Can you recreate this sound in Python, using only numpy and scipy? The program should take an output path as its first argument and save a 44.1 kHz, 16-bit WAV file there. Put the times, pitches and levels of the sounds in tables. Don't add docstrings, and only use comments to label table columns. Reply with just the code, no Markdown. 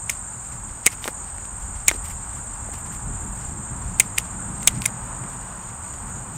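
import sys
import numpy as np
from scipy import signal
from scipy.fft import rfft, irfft, next_fast_len
from scipy.io import wavfile
from scipy.ndimage import map_coordinates

SR = 44100
rng = np.random.default_rng(int(sys.argv[2]) if len(sys.argv) > 2 else 0)


def persist_wave(psi):
    counts = np.round(np.clip(psi, -1, 1) * 32767).astype(np.int16)
    wavfile.write(sys.argv[1], SR, np.atleast_2d(counts).T)


N = 280917

# (time [s], level [dB], handle ring re level [dB],
# grip [0 loose to 1 tight], chatter length [ms])
CONTACTS = [(.0955, -14, 3, 0.57, 1.9), (.0973, -10, -12, .3, 0.82), (0.0995, -5.5, -10.5, 0.55, 0.76),
            (0.8609, -7, -9, .3, 1.3), (0.8643, 11, -8, 0.9, 0.79), (.8702, -2, -4, 0.88, 0.47),
            (0.875, -13, 4.5, 0.99, 0.8), (1.0415, -26, 8.5, .05, 2), (1.8775, -22, 2, .2, 1.1),
            (1.88, -18, 0, .4, 1.2), (1.8815, 7.5, -17, 0.89, 2.3), (1.8855, -9.5, 3, 0.6, 1.2),
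            (1.888, -5.5, -4, .02, 1.5), (1.8917, -9.5, -2, 1, 1.7), (1.9017, -32, 16, .6, 0.48),
            (3.998, 8, -18.5, 0.56, 2), (4.001, -4, -2, 0.87, 1.65), (4.0035, -10.5, 3, 0.78, 1.2),
            (4.006, -8, -5, 1, 0.77), (4.0084, -26, 4, .8, 0.91), (4.1787, -20, 6, .3, 2),
            (4.1812, -15.5, 6.5, .4, 0.87), (4.1833, -2.5, -3.5, 0.61, 1.66), (4.63, -20, -10, .2, 1.5),
            (4.6728, -10, -10, 1, 0.6), (4.674, 7.5, -14, .98, 2), (4.678, -15, 6, 0.77, 0.77),
            (4.68, -2, 0.5, 0.92, 0.74), (4.8196, -18, 0, .02, 0.68), (4.8553, -12.5, -1, 0.24, 2.1),
            (4.8593, -1, -8, 0.9, 1.9)]


def amp(db):
    return 10 ** (np.asarray(db) / 20)


def unit(x):
    return x / np.sqrt(np.mean(x ** 2) + 1e-20)


def peak(x):
    return x / np.max(np.abs(x))


def noise(count=N):
    return rng.standard_normal(count)


def curves(rows):
    times, *columns = np.transpose(rows)
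    return [np.interp(np.arange(N) / SR, times, column) for column in columns]


def wobble(rate):
    knots = noise(int(N * rate / SR) + 4)
    return map_coordinates(knots, [np.arange(N) * rate / SR])


def filtered(x, response):
    size = next_fast_len(x.shape[-1] + 8192)
    spectrum = rfft(x, size) * response(np.fft.rfftfreq(size, 1 / SR))
    return irfft(spectrum, size)[..., :x.shape[-1]]


def coloured(x, spectrum):
    points_hz, points_db = np.transpose(spectrum)

    def response(hz):
        return amp(np.interp(np.log(hz + 1), np.log(points_hz), points_db, -120, -120))

    return unit(filtered(x, response))


def resonant(x, peaks):
    def response(f):
        total = 0
        for k, (centre, width, db) in enumerate(peaks):
            damping = 1j * f * width
            total = total + (-1) ** k * amp(db) * damping / (centre ** 2 - f ** 2 + damping)
        return total

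    return filtered(x, response)


def below(edge_hz):
    return lambda hz: np.clip((edge_hz - hz) / 120, 0, 1)


def add(track, start_s, sound):
    part = track[round(start_s * SR):][:len(sound)]
    part += sound[:len(part)]


def road():
    # (time [s], rumble [dB], drone [dB], tyre hiss [dB])
    traffic = [(0.0, -39.5, -44.5, -45), (0.7, -42.5, -42.5, -44.5), (1.4, -39.5, -47, -43.5),
               (1.98, -34, -44, -44), (2.6, -40.5, -42.5, -42.5), (3.2, -35.5, -36.5, -41.5),
               (3.6, -38, -40, -42.5), (3.9, -33.5, -36.5, -42), (4.2, -39.5, -38, -42),
               (4.65, -37.5, -32, -41), (5.11, -42, -39, -39.5), (5.8, -43, -43.5, -42.5),
               (6.1, -39, -39.5, -41.5), (6.37, -44, -38.5, -42.5)]
    # (frequency [Hz], relative density [dB])
    rumble_spectrum = [(8.8, -40), (15, -16), (27, -5), (43, 4.5), (100, -2.5), (130, -23), (220, -120)]
    drone_spectrum = [(47, -17), (80, -8.5), (119, 4.5), (146, -3.5), (189, -1), (264, -9), (450, -22.5),
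                      (580, -39), (990, -120)]
    tyre_spectrum = [(180, -34), (300, -9.5), (395, -9.5), (569, -5), (621, -5), (893, 2), (1490, -3),
                     (2150, -15), (2660, -17.5), (4440, -29.5), (6000, -40), (7800, -52), (13200, -120)]
    rumble_db, drone_db, tyre_db = curves(traffic)
    rumble = amp(rumble_db + 2.1 * wobble(5.97)) * coloured(noise(), rumble_spectrum)
    drone = amp(drone_db + 2.05 * wobble(18)) * coloured(noise(), drone_spectrum)
    tyres = amp(tyre_db + 0.5 * wobble(9.6)) * coloured(noise(), tyre_spectrum)
    return rumble + drone + tyres


def crickets():
    # (time [s], mean level [dB], swell depth [dB])
    low_swell = [(0, -44.5, -0.5), (.9, -46, .5), (1.2, -46, 4), (1.55, -45.5, 2.5), (1.9, -46.5, 0.5),
                 (2.9, -44.5, 1), (4, -45.5, 2), (5.1, -45, 0), (5.5, -46, 1), (6.15, -43.5, 4),
                 (6.37, -45, 4)]
    # (time [s], level [dB])
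    high_swell = [(0.0, -36.5), (0.9, -39.5), (1.25, -37), (1.88, -38.5), (2.3, -36.5), (4.24, -39),
                  (4.58, -37), (4.9, -40), (5.25, -36.5), (5.65, -41), (5.92, -37.5), (6.37, -40)]
    # (frequency [Hz], relative density [dB])
    low_far = [(5900, -32), (6400, -17), (6900, -1.5), (7250, -1.5), (7550, -12), (7800, -32)]
    high_far = [(7300, -11), (7600, -12), (8000, -5.5), (8300, -4.5), (8600, -5.5), (8850, -12.5),
                (9000, -18), (9200, -29), (9700, -33)]
    # (group [0 low, 1 high], pitch [Hz], pulse rate [1/s], level re group [dB])
    trills = [(0, 7045, 45, -4.5), (0, 7220, 39, -7), (1, 8250, 52.5, -6.5), (1, 8310, 54.5, -7),
              (1, 8550, 53, -23), (1, 9027, 53.6, -16)]
    # (first chirp [s], chirps [count], spacing [s], level [dB])
    phrases = [(.028, 11, .0614, -33), (1.556, 52, .06104, -33)]
    swells_per_s, crest_s = 4.03, 1.19

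    t = np.arange(N) / SR
    low_db, depth_db = curves(low_swell)
    swell_db = depth_db * np.cos(2 * np.pi * swells_per_s * (t - crest_s))
    group = amp([low_db + swell_db, *curves(high_swell)])
    out = amp(1.5) * group[0] * coloured(noise(), low_far)
    out += amp(-2) * group[1] * coloured(noise(), high_far)

    for which, hz, rate, db in trills:
        strokes = np.cumsum(rate * (1 + 0.0211 * wobble(3))) / SR + rng.random()
        gate = np.clip(np.sin(2 * np.pi * strokes) + 0.28, 0, None) ** 0.67
        tone = np.sin(2 * np.pi * hz * t + 2.0 * wobble(rate))
        level = amp(db + 1.6 * wobble(3.18) + 1.7 * wobble(40))
        out += group[round(which)] * level * unit(gate * tone)

    u = np.arange(SR // 20) / SR
    shape = (u / .009) ** 2 * np.exp(2 - 2 * u / .009)
    for first, count, spacing, db in phrases:
        for k in range(int(count)):
            pitch_hz = 7395 + rng.normal(0, 2.3)
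            tone = np.sin(2 * np.pi * pitch_hz * u + 2 * np.pi * rng.random())
            level = amp(db + rng.normal(0, 0.92))
            add(out, first + k * spacing - .004, level * shape * tone)
    return out


def leaves():
    # (start [s], hold [s], crisp edges [dB], broad blades [dB])
    brushes = [(.445, .02, -58, -54), (0.487, 0.085, -59, -52.5), (.69, 0.0063, -63, -49),
               (0.845, .01, -58, -46), (0.919, .01, -46, -42), (1.026, .06, -44.5, -43.5),
               (1.245, .005, -62, -53), (1.445, .015, -60, -52.5), (1.6, .04, -58, -54),
               (1.76, .02, -63, -54), (1.915, .04, -50, -45), (2.025, .02, -54, -54),
               (2.052, .015, -45, -44.5), (2.085, 0.027, -45, -46), (2.33, 0.06, -59, -55),
               (2.735, .012, -51, -46), (2.786, .005, -51, -55), (2.86, .015, -55, -50),
               (2.926, .025, -49, -49), (3.2, 0.29, -60.5, -62), (4.623, 0.02, -53, -48),
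               (4.82, .04, -45, -45), (5.045, .01, -58, -66), (5.29, .05, -59, -55), (5.4, .05, -62, -56),
               (5.55, .02, -62, -54), (5.83, .2, -62, -54.5), (6.07, .03, -60, -58), (6.35, .02, -58, -55)]
    # (frequency [Hz], relative density [dB])
    crisp_spectrum = [(6000, -40), (7500, -5), (11000, -4), (15600, -11), (15800, -60)]
    broad_spectrum = [(800, -45), (2000, 4.5), (4000, -5.5), (6500, -1.5), (8000, -40)]
    rise_db_per_s, fall_db_per_s = 900, 400
    hard_db = -10
    shake_hold_s, shake_crisp_db, shake_broad_db = 0.016, -45.5, -41.5
    stir_crisp_db, stir_broad_db = -71, -59

    t = np.arange(N) / SR
    shakes = [(s, shake_hold_s, shake_crisp_db, shake_broad_db) for s, db, *_ in CONTACTS if db > hard_db]
    level_db = np.array([[stir_crisp_db], [stir_broad_db]]) + 3.5 * wobble(12)
    for start, hold, crisp_db, broad_db in [*brushes, *shakes]:
        rise_loss = rise_db_per_s * np.clip(start - t, 0, None)
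        fall_loss = fall_db_per_s * np.clip(t - start - hold, 0, None)
        brush_db = np.array([[crisp_db], [broad_db]]) - rise_loss - fall_loss
        level_db = np.maximum(level_db, brush_db)
    crisp, broad = amp(level_db)
    cracks = noise() * amp(2.9 * wobble(320) + 1.4 * wobble(50))
    return coloured(cracks, crisp_spectrum) * crisp + coloured(cracks, broad_spectrum) * broad


def shears():
    # (frequency [Hz], width [Hz], level [dB])
    blade_modes = [(3640, 360, -17.5), (6285, 880, -10), (6950, 540, -4.5), (7985, 770, -5),
                   (10640, 2700, -17.5), (12740, 230, -18), (14400, 1900, -29)]
    loose_hz, tight_hz = 2550, 2156
    loose_width_hz, tight_width_hz = 580, 130

    out, t = np.zeros(N), np.arange(2048) / SR
    for s, db, handle_db, grip, ms in CONTACTS:
        handle_hz = np.interp(grip, [0, 1], [loose_hz, tight_hz])
        width_hz = np.interp(grip, [0, 1], [loose_width_hz, tight_width_hz])
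        chatter = noise(len(t)) * np.exp(-(1000 * t / max(ms, .2)) ** 2)
        blades = peak(resonant(chatter, blade_modes))
        thin = resonant(chatter, [(2350, 5900, 0)])
        handle = peak(resonant(thin, [(handle_hz, width_hz, 0), (3740, 450, -13)]))
        shock = noise(len(t)) * amp(-60 * t / 0.027)
        jolt = peak(resonant(shock, [(346, 1470, 5.7), (1260, 1460, 7.2)]))
        jolt_db = 0.12 * db - 25.5
        add(out, s, amp(db) * (blades + amp(handle_db) * handle + amp(jolt_db) * jolt))
    return out


def yard(x):
    t = np.arange(SR // 5) / SR
    tail = noise(len(t)) * amp(-60 * t / 0.032) * (t > .004)
    return signal.fftconvolve(x, tail / np.linalg.norm(tail))[:N]


def cuttings():
    # (time [s], level [dB], treble re level [dB], knock [Hz])
    taps = [(0.931, -28, -11, 1510), (1.0565, -19.5, -10.5, 920), (1.078, -10.5, -7, 2090),
            (1.0828, -12, -14.5, 1620), (1.086, -24, -17.5, 595), (1.383, -28, -14.5, 2000),
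            (1.9135, -8.5, -14, 1960), (1.9167, -17.5, -15, 1700), (1.936, -36, -21.5, 500),
            (1.948, -29, -23.5, 446), (1.958, -33, -21.5, 490), (2.689, -29.5, -13.5, 696),
            (2.737, -31, 0, 1500), (5.239, -28, -13.5, 2200)]
    out, t = np.zeros(N), np.arange(1024) / SR
    for s, db, treble_db, knock_hz in taps:
        push = (1 + .5 * noise(len(t))) * amp(-60 * t / .0007)
        thud = peak(resonant(push, [(380, 350, -2), (knock_hz, knock_hz / 2, 0)]))
        burst = noise(len(t)) * amp(-60 * t / 0.026)
        puff = peak(resonant(burst, [(7640, 4300, 0)]))
        add(out, s, amp(db) * (thud + amp(treble_db) * puff))
    return out


def scene():
    near = shears() + cuttings()
    mono = near + amp(-18) * yard(near) + leaves() + crickets() + road()
    return np.array([mono, mono])


def record(dry):
    # (frequency [Hz], relative density [dB])
    hiss_spectrum = [(2000, -8), (4000, -3), (10000, -1.5), (15650, -6), (15800, -60)]
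    edge_hz, top_hz = 15870, 16880
    x = dry + amp(-60.0) * coloured(noise(), hiss_spectrum)
    x = filtered(x, lambda hz: np.maximum(below(edge_hz)(hz), amp(-24)))
    x = x / (1 + np.abs(x) ** 8) ** (1 / 8)
    return filtered(x, below(top_hz))


dry = scene()
out = record(dry)
persist_wave(out)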